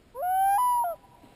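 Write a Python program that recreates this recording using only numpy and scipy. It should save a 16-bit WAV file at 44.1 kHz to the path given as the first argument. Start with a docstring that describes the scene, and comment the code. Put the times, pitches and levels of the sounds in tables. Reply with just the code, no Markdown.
"""A quiet lake with a wooded shore, heard from a canoe: a loon wails once.
The call is one clean oscillator that slides up, breaks twice into higher registers and drops back.
The far shore answers faintly with delayed, dulled copies and a long noise tail.
Coloured noise makes the hush, the breeze on the microphone and the wash at the hull; a sagging tone gulps.
A low-rate sample-and-hold mirrors the sound high in the treble."""
import sys
import numpy as np
from scipy import signal
from scipy.fft import rfft, irfft, next_fast_len
from scipy.io import wavfile
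from scipy.ndimage import map_coordinates

SR = 44100
rng = np.random.default_rng(int(sys.argv[2]) if len(sys.argv) > 2 else 0)


def to_wav(s):
    """Save 16-bit WAV."""
    ch = np.atleast_2d(s).T  # columns
    pcm = np.round(np.clip(ch, -1, 1) * 32767)  # PCM
    wavfile.write(sys.argv[1], SR, pcm.astype(np.int16))


N = 59535  # samples

# Hush of the lake. Each row: frequency in Hz, relative density in dB per Hz.
AIR_COLOUR = [(15, -22), (25, 3), (228, -6), (306, -5.5), (659, -11.5), (772, -16), (884, -14), (990, -17),
              (1080, -17), (2920, -21.5), (5500, -26.5), (7150, -53), (12100, -120)]
# Breeze on the microphone. Each row: frequency in Hz, relative density in dB per Hz.
BREEZE_COLOUR = [(20, -4), (45, 0), (100, -7.5), (200, -14), (500, -42.5)]
# The breeze coming and going. Each row: time in seconds, rms level in dB.
BREEZE_LEVEL = [(0, -65), (.25, -62.5), (.46, -54), (.62, -57.5), (.73, -67.5), (1.35, -67.5)]
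# Water along the hull. Each row: frequency in Hz, relative density in dB per Hz.
WASH_COLOUR = [(60, -14), (250, -1), (650, 2), (1400, -13.5), (2800, -9), (3650, -16.5), (4020, -7),
               (4400, -20.5), (5500, -25)]
# The wash over time. Each row: time in seconds, rms level in dB.
WASH_LEVEL = [(0, -85.5), (1.1, -78), (1.18, -68.5), (1.25, -58), (1.35, -61)]
# Banks of the shore. Each row: echo delay in seconds, level in dB against the call.
BANK_ECHOES = [(.3256, -34.5), (.372, -43.5), (.456, -40.5), (.595, -41)]
# Swelling and fading of the far echo. Each row: time in seconds, gain in dB.
ECHO_SWELL = [(.88, 2), (.96, 0.5), (1.01, -7), (1.055, 7.5), (1.09, -5.5), (1.15, 3.5), (1.18, -2),
              (1.28, 2), (1.35, 0)]
# The wail, one table a register. Each row: time in seconds, pitch in Hz,
# level of the fundamental in dB, level of the octave in dB.
OPENING = [(0.152, 464, -46.5, -48), (0.165, 487.4, -41.2, -41.5), (0.185, 522.6, -37, -44),
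           (0.205, 561, -32.5, -47), (0.218, 598, -32.5, -56)]
RISE = [(0.232, 707.5, -28.5, -48.5), (0.26, 720.8, -27, -45), (0.31, 743.8, -25, -43.9),
        (0.4, 770, -23, -44), (0.48, 787.4, -22.0, -41), (0.55, 803, -22.5, -39),
        (0.572, 826.3, -23.5, -45)]
CREST = [(0.59, 993.8, -23.5, -53), (0.65, 990, -23.5, -54.5), (0.72, 978.8, -24, -57),
         (0.79, 958, -24, -63.5), (0.815, 947, -25, -74.5), (0.833, 939.5, -27, -71.0)]
FALL = [(0.848, 713, -27, -44.5), (0.865, 699.5, -28.7, -47.5), (0.905, 670, -31.5, -42.5),
        (0.926, 645.5, -34.3, -45.5), (0.941, 607, -38.2, -59.4)]
# Upper overtones of each register. Each row: multiple of the pitch,
# level in dB over the octave at the register's start, the same at its end.
OPENING_OVERTONES = [(3, -26, -17)]
RISE_OVERTONES = [(3, -20.5, -11), (4, -18, -20.5), (5, -33.5, -31.5), (6, -41, -17), (7, -37, -17),
                  (8, -41, -39)]
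CREST_OVERTONES = [(3, -1.5, 1.5), (4, -19.5, -14.5), (5, -4, 0), (6, -19.5, -2.5)]
FALL_OVERTONES = [(3, -26, -31), (5, -29, -28.5), (8, -28, -44)]
# Breaks between registers. Each row: time in seconds, glide constant in seconds, depth of the dip in dB.
BREAKS = [(0.223, .0016, 2.5), (0.5807, .0014, 5), (0.8401, 0.00048, 3)]

AIR_DB = -58.5  # rms level of the hush

GULP_S, GULP_LENGTH_S, GULP_DB, GULP_ROUGHNESS = 1.226, 0.054, -48.5, 0.62
GULP_START_HZ, GULP_END_HZ, GULP_SAG_S = 418.2, 223.4, 0.015

NEAR_DB, NEAR_T60_S = -23, 0.2  # scatter from the hull and the water
SHORE_DB, SHORE_T60_S, SHORE_DULL_HZ = -36, 8.6, 1480  # scatter from the trees

START_S, ATTACK_S, END_S, RELEASE_S = 0.1427, 0.01, 0.95, 0.0076
END_HZ = 555  # the pitch droops as the call stops
DIP_S = 0.0023  # half width of the dip at a break
PITCH_JITTER, SHIMMER_DB, OVERTONE_WOBBLE_DB = 0.00044, 0.06, 0.73  # jitter as a fraction of the pitch
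THROAT_HZ, THROAT_WIDTH_HZ, THROAT_DB = 3074, 80, 10  # narrow resonance that the overtones sweep through
FLUTTER_HZ, FLUTTER_DEPTH, FLUTTER_DECAY_S = 235, 0.2, 0.018  # shiver after the leap to the crest
SQUEAK_S, SQUEAK_HZ, SQUEAK_DB, SQUEAK_LENGTH_S = 0.841, 3120, -56.5, 0.014  # at the last break

HOLD_HZ, INPUT_EDGE_HZ, TOP_HZ = 12000, 6040, 15280  # hold rate, low-pass before it, band limit after it
MIRROR_DB = 0.5  # strength of the mirror images before the hold dulls them


def amp(db):
    """Decibels to gain."""
    return 10 ** (np.asarray(db) / 20)


def unit(x):
    """Scale a signal to rms 1."""
    return x / np.sqrt(np.mean(x ** 2) + 1e-20)


def curves(rows):
    """Interpolate each column after the time to one value per sample."""
    times, *columns = np.transpose(rows)
    t = np.arange(N) / SR
    return np.array([np.interp(t, times, column) for column in columns])


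def wobble(rate):
    """A smooth random curve with rate knots a second."""
    knots = rng.standard_normal(int(N * rate / SR) + 4)
    return map_coordinates(knots, [np.arange(N) * rate / SR])


def arch(start, length):
    """A half-sine envelope, start and length in seconds."""
    return np.sin(np.pi * np.clip((np.arange(N) / SR - start) / length, 0, 1))


def filtered(x, response):
    """Multiply the spectrum of x by a response of frequency in Hz."""
    size = next_fast_len(N + SR // 2)
    spectrum = rfft(x, size) * response(np.fft.rfftfreq(size, 1 / SR))
    return irfft(spectrum, size)[:N]


def noise(colour):
    """Noise of rms 1, coloured along a logarithmic frequency axis."""
    f, db = np.transpose(colour)

    def response(hz):
        return amp(np.interp(np.log(hz + 1), np.log(f), db))

    return unit(filtered(rng.standard_normal(N), response))


def scatter(x, t60):
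    """Smear x through a dense noise tail that falls 60 dB in t60 seconds."""
    tail = rng.standard_normal(N) * amp(-60 * np.arange(N) / SR / t60)
    return signal.fftconvolve(x, tail / np.linalg.norm(tail))[:N]


def air():
    """Steady hush of the lake and a light breeze on the microphone, both coloured noise."""
    hush = amp(AIR_DB) * noise(AIR_COLOUR)
    breeze = amp(curves(BREEZE_LEVEL)[0]) * noise(BREEZE_COLOUR)
    return hush + breeze


def water():
    """A small wave washes along the canoe as noise, with one low rough gulp that sags in pitch."""
    since = np.maximum(np.arange(N) / SR - GULP_S, 0)
    hz = GULP_END_HZ + (GULP_START_HZ - GULP_END_HZ) * np.exp(-since / GULP_SAG_S)
    tone = np.sin(2 * np.pi * np.cumsum(hz) / SR)
    gulp = arch(GULP_S, GULP_LENGTH_S) * (1 + GULP_ROUGHNESS * wobble(300)) * tone
    wash = amp(curves(WASH_LEVEL)[0]) * noise(WASH_COLOUR)
    return amp(GULP_DB) * gulp + wash


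def lake(call):
    """Short scatter near the boat; the far shore returns dull echoes and a long tail that swell and fade."""
    def bank_response(hz):
        return sum(amp(db) * np.exp(-2j * np.pi * hz * delay) for delay, db in BANK_ECHOES)

    near = amp(NEAR_DB) * scatter(call, NEAR_T60_S)
    trees = amp(SHORE_DB) * scatter(call, SHORE_T60_S)
    far = (filtered(call, bank_response) + trees) * amp(curves(ECHO_SWELL)[0])
    return near + filtered(far, lambda hz: 1 / (1 + (hz / SHORE_DULL_HZ) ** 4))


def loon():
    """One oscillator flips between registers, dipping at each break; upper overtones follow the octave."""
    t = np.arange(N) / SR
    # Each register's share rises at the break before it and falls at the break after it
    passed = [1] + [0.5 + 0.5 * np.tanh((t - s) / glide / 2) for s, glide, _ in BREAKS] + [0]
    shares = [before - after for before, after in zip(passed, passed[1:])]
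    drooping_fall = [*FALL, (END_S, END_HZ, *FALL[-1][2:])]
    registers = [(OPENING, OPENING_OVERTONES), (RISE, RISE_OVERTONES),
                 (CREST, CREST_OVERTONES), (drooping_fall, FALL_OVERTONES)]

    hz, level_db, octave_db = sum(share * curves(rows) for share, (rows, _) in zip(shares, registers))
    phase = 2 * np.pi * np.cumsum(hz * (1 + PITCH_JITTER * wobble(150))) / SR
    voice = amp(level_db) * np.sin(phase) + amp(octave_db) * np.sin(2 * phase)
    for share, (rows, overtones) in zip(shares, registers):
        for multiple, first_db, last_db in overtones:
            drift_db = np.interp(t, [rows[0][0], rows[-1][0]], [first_db, last_db])
            throat_db = THROAT_DB * np.exp(-((multiple * hz - THROAT_HZ) / THROAT_WIDTH_HZ) ** 2)
            overtone_db = octave_db + drift_db + throat_db + OVERTONE_WOBBLE_DB * wobble(20)
            voice += share ** 2 * amp(overtone_db) * np.sin(multiple * phase)

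    gate = np.clip((t - START_S) / ATTACK_S, 0, 1) * np.clip((END_S - t) / RELEASE_S, 0, 1)
    dip_db = sum(db * np.exp(-((t - s) / DIP_S) ** 2) for s, _, db in BREAKS)
    shimmer = amp(SHIMMER_DB * wobble(100) - dip_db)
    since_leap = np.maximum(t - BREAKS[1][0], 0)
    shiver = np.exp(-since_leap / FLUTTER_DECAY_S) * np.sin(2 * np.pi * FLUTTER_HZ * since_leap)
    flutter = 1 + FLUTTER_DEPTH * shiver
    squeak = amp(SQUEAK_DB) * arch(SQUEAK_S, SQUEAK_LENGTH_S) * np.sin(2 * np.pi * SQUEAK_HZ * t)
    # The root of 2 makes the tabled levels rms levels
    return np.sqrt(2) * voice * gate * flutter * shimmer + squeak


def scene():
    """The call, its echoes and the quiet around the canoe, in one channel."""
    call = loon()
    return (call + lake(call) + water() + air())[None]


def record(dry):
    """Sample-and-hold mirrors the sound on both sides of the hold rate, up to a band limit."""
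    narrow = filtered(dry[0], lambda hz: 1 / (1 + (hz / INPUT_EDGE_HZ) ** 20))
    carrier = np.cos(2 * np.pi * HOLD_HZ * np.arange(N) / SR)
    mirrored = narrow * (1 + 2 * amp(MIRROR_DB) * carrier)
    # The flat steps of the hold dull the treble as a sinc
    return filtered(mirrored, lambda hz: np.sinc(hz / HOLD_HZ) * (hz < TOP_HZ))[None]


dry = scene()
out = record(dry)
to_wav(out)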